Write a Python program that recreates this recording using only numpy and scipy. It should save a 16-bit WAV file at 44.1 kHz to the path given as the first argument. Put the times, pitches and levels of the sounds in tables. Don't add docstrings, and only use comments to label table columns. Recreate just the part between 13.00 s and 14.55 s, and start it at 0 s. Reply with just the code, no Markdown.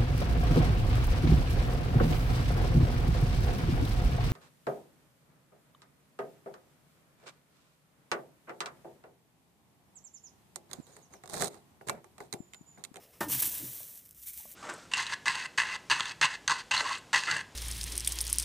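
import sys
import numpy as np
from scipy import signal
from scipy.fft import rfft, irfft, next_fast_len
from scipy.io import wavfile
from scipy.ndimage import uniform_filter1d

SR = 44100
rng = np.random.default_rng(int(sys.argv[2]) if len(sys.argv) > 2 else 0)


def inscribe(sig):
    pcm = np.round(np.clip(np.atleast_2d(sig).T, -1, 1) * 32767)
    wavfile.write(sys.argv[1], SR, pcm.astype(np.int16))


N = 68355

# f/Hz, relative spectral level/dB
LEAF_SPECTRUM = [(700, -57), (1400, -27), (2000, -19.5), (2300, -20), (2800, -16.5), (3600, -12.5),
                 (5000, -14), (5900, -6.5), (6800, -8), (9000, -3.5), (10300, -4.5), (11500, -0.5),
                 (14000, 1), (15300, 1)]


def amp(db):
    return 10 ** (np.asarray(db) / 20)


def unit_rms(x):
    return x / np.sqrt(np.mean(x ** 2) + 1e-20)


def in_time(rows):
    times, *columns = np.transpose(rows)
    return [np.interp(np.arange(N) / SR, times, column) for column in columns]


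def butterworth(x, order, hz, kind="low"):
    return signal.sosfilt(signal.butter(order, hz, kind, fs=SR, output="sos"), x)


def colour(x, spectrum):
    hz, db = np.transpose(spectrum)
    size = next_fast_len(N + 4096)
    bin_hz = np.arange(size // 2 + 1) * SR / size
    gain = amp(np.interp(np.log(bin_hz + 1), np.log(hz), db, left=-90))
    return irfft(rfft(x, size) * unit_rms(gain), size)[:N]


def decay(x, tau_s):
    return signal.lfilter([1], [1, -np.exp(-1 / (tau_s * SR))], x + 1e-18)


def resonate(force, modes):
    out = 0
    for k, (hz, db, t60) in enumerate(modes):
        radius, angle = amp(-60 / (t60 * SR)), 2 * np.pi * hz / SR
        feedback = [1, -2 * radius * np.cos(angle), radius * radius]
        out = out + (-1) ** k * amp(db) * signal.lfilter([0, np.sin(angle)], feedback, force + 1e-18)
    return out


def impulses(rows):
    out = np.zeros(N)
    for s, db in rows:
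        out[int(s * SR)] += amp(db)
    return out


def room():
    # f/Hz, relative spectral level/dB
    hum_spectrum = [(15, -77), (30, -14.5), (50, -5.5), (82, -5.5), (125, -4), (199, -5.5), (295, -11.5),
                    (452, -18), (565, -31), (810, -49), (882, -46), (1500, -23), (1950, -28), (3300, -120)]
    # t/s, level/dB
    hum_levels = [(0.0, -60.5), (0.038, -70.5), (0.168, -67), (0.214, -65), (0.296, -52), (0.318, -48.5),
                  (0.41, -59), (0.436, -55), (0.586, -59), (0.626, -61), (0.91, -68.5), (1.41, -69.5),
                  (1.432, -69), (1.55, -68.5)]
    middle_levels = [(0.0, -66.5), (0.224, -68), (0.4, -61.5), (0.482, -63.5), (0.556, -62), (1.108, -80),
                     (1.424, -90), (1.55, -69.5)]
    hum = colour(rng.standard_normal(N), hum_spectrum)
    middle = unit_rms(butterworth(rng.standard_normal(N), 2, (403, 701), "band"))
    return amp(in_time(hum_levels)[0]) * hum + amp(in_time(middle_levels)[0]) * middle


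def hiss():
    # t/s, level/dB
    levels = [(0, -63.5), (.04, -57.5), (.075, -72), (.11, -79), (.138, -59.5), (.19, -67.5), (.3, -56),
              (1.14, -71), (1.55, -72.5)]
    # f/Hz, relative spectral level/dB
    spectrum = [(470, -55), (800, -57), (894, -10), (1330, -7), (1640, -22.5), (1900, -8), (2590, -9),
                (2890, -11), (4450, -20), (5360, -6), (6140, -15), (15300, -12.5)]
    return amp(in_time(levels)[0]) * colour(rng.standard_normal(N), spectrum)


def rustle():
    # t/s, level/dB
    movement = [(.19, -60.5), (.2045, -62), (.2062, -39), (.212, -62), (.235, -41), (.248, -41),
                (.252, -50), (.273, -49), (.282, -48), (.284, -39), (.293, -33), (.325, -25), (.345, -26.5),
                (.377, -31.5), (.39, -29.5), (.407, -28), (.4195, -34), (.4225, -22.5), (.445, -27.5),
                (.457, -26), (.474, -28), (.492, -33), (.521, -34), (.55, -33), (.58, -34), (.612, -38),
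                (.7, -39), (.82, -41), (.85, -44.5), (.9, -45.5), (.95, -47.5), (.98, -45.5), (1.0, -51.5),
                (1.045, -56), (1.06, -50), (1.075, -57), (1.1, -58), (1.115, -56), (1.14, -64),
                (1.155, -55), (1.195, -48.5), (1.21, -52.5), (1.234, -44), (1.255, -48.5), (1.274, -35),
                (1.295, -37.5), (1.32, -47), (1.336, -41.5), (1.36, -46), (1.382, -38.5), (1.418, -44),
                (1.47, -48), (1.51, -47.5), (1.525, -49), (1.55, -53.5)]
    # f/Hz, relative spectral level/dB
    packed_spectrum = [(400, -58), (560, -25), (750, -17.5), (960, -10), (1350, -19), (1680, -8.5),
                       (2100, -12), (3000, -8), (6000, -17.5)]
    # t/s, level/dB re packed_offset_db
    depth = [(.2, 7.5), (.276, -8), (.296, -4.5), (.33, 1.5), (.38, 1.5), (.43, 1), (.47, -3), (.52, -2.5),
             (.6, 0.5), (.7, -3), (.82, -4), (1.0, -6), (1.16, -6), (1.27, -14), (1.36, -28), (1.4, -7),
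             (1.55, -0.5)]
    # t/s, level/dB re loose leaves
    cup_levels = [(1.15, -53), (1.25, -29), (1.34, -24.5), (1.45, -25), (1.55, -20)]
    cracks_per_s, sparse_below_db = 2400, -46
    wash_share, packed_offset_db = .68, -15.5
    level_db, = in_time(movement)
    activity = amp(0.29 * np.minimum(level_db - sparse_below_db, 0))
    sizes = amp(2.0 * np.minimum(rng.exponential(1, N), 5))
    onsets = rng.random(N) < activity * cracks_per_s / SR
    cracks = unit_rms(decay(sizes * onsets, tau_s=0.0005))
    envelope = amp(level_db) * (wash_share + (1 - wash_share) * cracks)
    noise = rng.standard_normal((3, N))
    loose = colour(envelope * noise[0], LEAF_SPECTRUM)
    packed = colour(amp(packed_offset_db + in_time(depth)[0]) * envelope * noise[1], packed_spectrum)
    cup = unit_rms(resonate(noise[2], [(2300, 0, .008)]))
    return loose + packed + amp(in_time(cup_levels)[0]) * envelope * cup


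def snaps():
    # centre t/s, relative level/dB, half length/s
    fractures = [(0.2066, -30, 0.0005), (0.2088, -27, 0.001), (0.2261, -30.5, 0.0007),
                 (0.2995, -26.5, 0.0008), (0.3103, -24.1, 0.0006), (0.3199, -22.6, 0.0006),
                 (0.4025, -13.5, 0.0004), (0.408, -17.5, 0.0005), (0.4209, -19.5, 0.0005),
                 (0.4251, -21.5, 0.0009), (0.4285, -20, 0.0006), (0.4559, -24, 0.0008),
                 (0.6516, -32.9, 0.0011), (0.832, -31.2, 0.0004), (0.9566, -40.6, 0.0008),
                 (0.9759, -36.4, 0.0009), (0.9979, -45.5, 0.0008), (1.054, -43.5, 0.0005),
                 (1.0611, -46.6, 0.0007), (1.072, -47.2, 0.0008), (1.0852, -48.0, 0.0008),
                 (1.0918, -42.6, 0.0005), (1.1102, -40, 0.0007), (1.1255, -47.3, 0.0003),
                 (1.1293, -46.8, 0.0004), (1.1478, -44.4, 0.0003), (1.2192, -42.1, 0.001),
                 (1.2272, -41.9, 0.0009), (1.3349, -39.1, 0.0006), (1.3759, -35.7, 0.0009),
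                 (1.5159, -34, 0.0006), (1.5211, -36.9, 0.0005), (1.5272, -41.7, 0.0005),
                 (1.5358, -42.1, 0.0004), (1.5381, -42.4, 0.0006)]
    tail_s, tail_db = .004, -18
    t = np.arange(N) / SR
    envelope = np.zeros(N)
    for s, db, half_length in fractures:
        burst = np.exp(-((t - s) / half_length) ** 2)
        tail = amp(tail_db) * (t > s) * np.exp(-np.abs(t - s) / tail_s)
        envelope += amp(db) * (burst + tail)
    noise = butterworth(colour(rng.standard_normal(N), LEAF_SPECTRUM), 1, 2500, "high")
    local_power = uniform_filter1d(noise ** 2, size=24)
    return envelope * noise / np.sqrt(1.3 * local_power + 1e-12)


def knocks():
    # t/s, relative level/dB, low-pass f/Hz (lower is softer)
    bumps = [(0.2077, -25, 3000), (0.2109, -24.5, 990), (0.2173, -29.5, 900), (0.2304, -33, 1530),
             (.2985, -35, 695), (.421, -38, 1807)]
    # f/Hz, relative level/dB, T60/s
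    can_modes = [(206, 0.5, 0.04), (414, -12, 0.05), (340, -3, 0.067), (578, -12, 0.18), (756, -12, 0.04),
                 (887, -10, 0.2), (955, -13.5, 0.26), (1165, -8.5, 0.12), (1390, -8, 0.015),
                 (1608, -13, 0.24), (1810, -6.5, 0.17), (4400, -29, 0.18)]
    # f/Hz, relative spectral level/dB
    thud_spectrum = [(150, -42), (340, -9), (700, -2.5), (1600, -6.5), (2400, -15), (5000, -20.5),
                     (15000, -18.5)]
    force = sum(butterworth(impulses([(s, db)]), 1, soft_hz) for s, db, soft_hz in bumps)
    hits = impulses([row[:2] for row in bumps])
    thud_envelope = decay(hits, tau_s=0.0058) + amp(-7.5) * decay(hits, tau_s=0.026)
    thud = colour(thud_envelope * rng.standard_normal(N), thud_spectrum)
    return 0.56 * resonate(force, can_modes) + amp(-11) * thud


def boom():
    # t/s, floor level/dB, wall level/dB
    shifts = [(0.24, -56, -37), (0.261, -49, -55), (0.28, -61, -39), (0.302, -52, -61), (0.333, -51, -49.5),
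              (0.384, -52.5, -64), (0.41, -66, -63), (0.431, -60, -59), (0.454, -66, -56),
              (0.474, -54.5, -52), (0.493, -77, -63), (0.572, -80, -72), (0.616, -54.5, -52),
              (0.649, -54, -42.5), (0.692, -55.5, -69), (0.792, -85, -72.5), (0.82, -67, -98)]
    # f/Hz, relative level/dB, T60/s
    floor_modes = [(100, -2, 0.06), (131, -6, 0.3)]
    wall_modes = [(187, -3, 0.14), (247, -6, 0.14), (301, 5, 0.25), (338, -1, 0.16), (392, -6, .12)]
    floor_db, wall_db = in_time([(shifts[0][0] - .03, -80, -80), *shifts, (shifts[-1][0] + .16, -95, -95)])
    floor = unit_rms(resonate(rng.standard_normal(N), floor_modes))
    wall = unit_rms(resonate(rng.standard_normal(N), wall_modes))
    return butterworth(amp(floor_db) * floor + amp(wall_db) * wall, 2, 75, "high")


def taps():
    # t/s, relative level/dB
    contacts = [(0.8035, -52), (1.4535, -48.5)]
    # f/Hz, relative level/dB, T60/s
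    scoop_modes = [(230, -5, 0.051), (585, -13.5, 0.31), (630, 8, 0.015), (920, 1.5, 0.017),
                   (1130, 0.5, 0.038)]
    return resonate(butterworth(impulses(contacts), 4, 950), scoop_modes)


def low_tone():
    # t/s, f/Hz, level/dB
    glide = [(1.07, 90.1, -92), (1.11, 84, -72), (1.15, 66, -73), (1.19, 59, -66), (1.23, 67.3, -71),
             (1.29, 54, -68), (1.33, 51.7, -78), (1.39, 65, -61.5), (1.44, 61, -82), (1.48, 53, -70),
             (1.54, 55, -90)]
    hz, db = in_time([(glide[0][0] - .01, glide[0][1], -140), *glide])
    return np.sqrt(2) * amp(db) * np.sin(2 * np.pi * np.cumsum(hz) / SR)


def rub():
    # t/s, level/dB
    levels = [(1.365, -95), (1.378, -70), (1.39, -80), (1.404, -66), (1.413, -73), (1.421, -68),
              (1.44, -71), (1.452, -95)]
    pitch_hz, t60_s = 870, .03
    return amp(in_time(levels)[0]) * unit_rms(resonate(rng.standard_normal(N), [(pitch_hz, 0, t60_s)]))


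def scene():
    impacts = butterworth(knocks() + taps(), 2, 150, "high")
    mono = impacts + rustle() + snaps() + boom() + rub() + hiss() + low_tone() + room()
    return np.array([mono, mono])


def record(dry):
    edge_hz, stop_hz = 15400, 16500
    softened = signal.sosfilt(signal.ellip(10, .5, 38, edge_hz, fs=SR, output="sos"), dry)
    return signal.sosfilt(signal.cheby2(14, 60, stop_hz, fs=SR, output="sos"), softened)


dry = scene()
out = record(dry)
inscribe(out)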